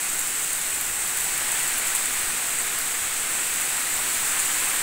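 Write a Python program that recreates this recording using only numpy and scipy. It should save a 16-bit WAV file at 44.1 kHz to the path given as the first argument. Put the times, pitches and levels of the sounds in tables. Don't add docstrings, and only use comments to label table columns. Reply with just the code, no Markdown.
import sys
import numpy as np
from scipy import signal
from scipy.fft import rfft, irfft, next_fast_len
from scipy.io import wavfile
from scipy.ndimage import uniform_filter1d, map_coordinates

SR = 44100
rng = np.random.default_rng(int(sys.argv[2]) if len(sys.argv) > 2 else 0)


def to_wav(s):
    ch = np.atleast_2d(s).T
    pcm = np.round(np.clip(ch, -1, 1) * 32767)
    wavfile.write(sys.argv[1], SR, pcm.astype(np.int16))


N = 212692

# [t/s, relative level of the roar/dB, relative level of the splashing hiss/dB]
RAIN_STRENGTH = [(0.0, -34, -27.5), (0.95, -34.5, -28), (1.57, -31, -27), (2.76, -33, -28),
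                 (3.56, -32.5, -27.5), (4.43, -30.5, -25.5), (4.82, -30.5, -26.5)]
# [f/Hz, level per Hz/dB]
ROAR_SPECTRUM = [(40, -25), (110, -18), (220, -11.5), (275, -6.5), (600, -8.5), (800, -4), (1130, -5),
                 (1350, -1), (1950, .5), (2550, -1), (3150, -5), (4300, -7), (5200, -13), (9000, -16)]
# (f/Hz, width/Hz, level of the ringing relative to its drive/dB)
ROOF_MODE = (143.5, 32, 5.1)
# [f/Hz, level per Hz/dB]
FIZZ_SPECTRUM = [(1000, -31), (3500, -7), (5200, -6), (6500, 0), (8000, 2), (10000, 0.5), (12000, -1.5),
                 (14300, 3), (15600, 2)]
# [t/s, relative level of the splash/dB, fine spray against that splash/dB]
EAVE_DROPS = [(.531, -20.5, 0), (.811, -29, 9), (1.172, -24, 4), (1.242, -31, 10.5), (1.378, -25, 5),
              (1.518, -15, -9), (1.677, -23.5, 4), (1.782, -28, 12), (1.950, -17.5, -1), (1.958, -18, -4),
              (2.057, -19, -11), (2.787, -27, 7), (3.611, -28, 8), (4.393, -15, -12), (4.399, -14, -15)]
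# [t/s, peak level/dB, dying time/s]
AIR_PUFFS = [(.75, -52, .25), (.9, -48, .12), (1.0, -48, .15), (1.21, -45, 0.11), (1.32, -48, .4),
             (2.03, -55, .4), (2.245, -41, .15), (3.03, -48, .22), (3.95, -52, .35)]
# [f/Hz, level per Hz/dB]
RUMBLE_SPECTRUM = [(10, -22), (25, 0.5), (45, -5), (80, -6.5), (200, -22), (600, -70)]
# [f/Hz, level per Hz/dB]
SWAY_SPECTRUM = [(2, -37), (4, -7), (8, 4), (20, -18), (60, -72)]
# (f/Hz, width/Hz, level of the ringing relative to its drive/dB)
PORT_MODE = (8070, 1440, 11.92)

SMALL_DRIP_DB, SMALL_SPRAY_DB, SMALL_SPREAD_DB = -23.5, -4, 6
PUFF_RISE_S, PUFF_FALL_DB = 0.064, 22
CALM_DB = -58.5
TOP_HZ = 15750


def downpour():
    roar_db, _ = curves(RAIN_STRENGTH)
    far = resonate(coloured(wash(patchy_db=0.37), ROAR_SPECTRUM), ROOF_MODE)
    patter = plops(count=5000, pitch_hz=1953, octaves=0.503, cycles=2.56, spread_db=2.5)

    deep = filtered(far, lambda hz: 1 / (1 + (hz / 900) ** 4))
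    mean_db = np.mean(roar_db)
    deep_db = mean_db + 0.59 * (roar_db - mean_db)

    upper = far - deep + amp(-9.0) * patter
    return amp(deep_db + 0.25) * deep + amp(roar_db + 0.54) * upper


def splashing():
    _, hiss_db = curves(RAIN_STRENGTH)
    flurry = amp(0.6 * wobble(16) + 0.9 * wobble(55))
    spatter = flurry * impacts(count=10000, spread_db=2.5, burst_t60=0.0063)
    fizz = coloured(wash(patchy_db=0.9) + amp(-4) * spatter, FIZZ_SPECTRUM)
    return amp(hiss_db - 5.5) * fizz


def eave_drips(scatter_t60=0.086, scatter_db=-11, grain_db=3):
    t = np.arange(SR // 8) / SR
    slap_envelope = amp(-60 * t / 0.009) * (1 - np.exp(-t / 0.0003))
    scatter_envelope = amp(scatter_db - 60 * t / scatter_t60)
    splash, spray = np.zeros((2, N + len(t)))

    for s, db, spray_db in [*EAVE_DROPS, *small_drips(count=20)]:
        slap, droplets, sizes = rng.standard_normal((3, 2, len(t)))
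        droplets = unit(amp(grain_db * sizes) * droplets)
        coarse, fine = slap_envelope * slap + scatter_envelope * droplets
        start = round(s * SR)
        splash[start:][:len(t)] += amp(db) * coarse
        spray[start:][:len(t)] += amp(db + spray_db) * fine

    splash_band = signal.butter(2, [6700, 10200], "bandpass", fs=SR, output="sos")
    spray_band = signal.butter(2, 11500, "highpass", fs=SR, output="sos")
    splash = signal.sosfilt(splash_band, splash[:N])
    spray = signal.sosfilt(spray_band, spray[:N])
    return amp(-1.0) * splash + amp(4.5) * spray


def small_drips(count):
    when, size, fineness = rng.random((count, 3)).T
    splash_db = SMALL_DRIP_DB + SMALL_SPREAD_DB * (2 * size - 1)
    spray_db = SMALL_SPRAY_DB + SMALL_SPREAD_DB * (2 * fineness - 1)
    return np.column_stack([when * (N - 1) / SR, splash_db, spray_db])


def draught():
    t = np.arange(N) / SR
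    power = amp(CALM_DB) ** 2
    for s, db, dying_s in AIR_PUFFS:
        away = np.maximum((s - t) / PUFF_RISE_S, (t - s) / dying_s)
        power = power + amp(db - PUFF_FALL_DB * away) ** 2
    rumble = coloured(rng.standard_normal(N), RUMBLE_SPECTRUM)
    sway = coloured(rng.standard_normal(N), SWAY_SPECTRUM)
    return np.sqrt(power) * rumble + amp(-46.0) * sway


def wash(patchy_db):
    z = signal.stft(rng.standard_normal(N), nperseg=512)[2]
    field = uniform_filter1d(rng.standard_normal(z.shape), size=7, axis=0)
    field = uniform_filter1d(field, size=16, axis=1)
    return unit(signal.istft(z * amp(patchy_db * unit(field)), nperseg=512)[1][:N])


def plops(count, pitch_hz, octaves, cycles, spread_db):
    t = np.arange(400) / SR
    start = rng.integers(0, N, (count, 1))
    hz = pitch_hz * 2 ** (octaves * rng.standard_normal((count, 1)))
    hz = np.minimum(hz, TOP_HZ)
    size = amp(spread_db * np.minimum(rng.exponential(size=(count, 1)), 5))
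    rings = size * np.sin(2 * np.pi * hz * t) * np.exp(-hz * t / cycles)
    places = start + np.arange(len(t))
    return unit(np.bincount(places.ravel(), rings.ravel(), N)[:N])


def impacts(count, spread_db, burst_t60):
    when, size = rng.random((count, 2)).T
    nearness = np.minimum(-np.log(1 - size), 5)
    energy = np.bincount((when * N).astype(int), amp(spread_db * nearness) ** 2, N)
    t = np.arange(SR // 20) / SR
    decay = amp(-60 * t / burst_t60) ** 2
    power = np.abs(signal.fftconvolve(energy, decay)[:N])
    return unit(np.sqrt(power) * rng.standard_normal(N))


def resonate(x, mode):
    hz, width, db = mode
    return filtered(x, lambda f: 1 + amp(db) * 1j * f * width / (hz * hz - f * f + 1j * f * width))


def coloured(x, spectrum):
    hz, db = np.transpose(spectrum)
    return unit(filtered(x, lambda f: amp(np.interp(np.log(f + 1), np.log(hz), db))))


def filtered(x, response):
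    m = next_fast_len(N + 8192)
    return irfft(rfft(x, m) * response(np.fft.rfftfreq(m, 1 / SR)), m)[:N]


def wobble(rate):
    return map_coordinates(rng.standard_normal(int(N * rate / SR) + 4), [np.arange(N) * rate / SR])


def curves(rows):
    s, *cols = np.transpose(rows)
    return [np.interp(np.arange(N) / SR, s, c) for c in cols]


def unit(x):
    return x / np.sqrt(np.mean(x ** 2) + 1e-20)


def amp(db):
    return 10 ** (np.asarray(db) / 20)


def scene():
    mono = downpour() + splashing() + eave_drips() + draught()
    return np.array([mono, mono])


def record(dry):
    return np.array([filtered(resonate(channel, PORT_MODE), lambda hz: hz < TOP_HZ) for channel in dry])


dry = scene()
out = record(dry)
to_wav(out)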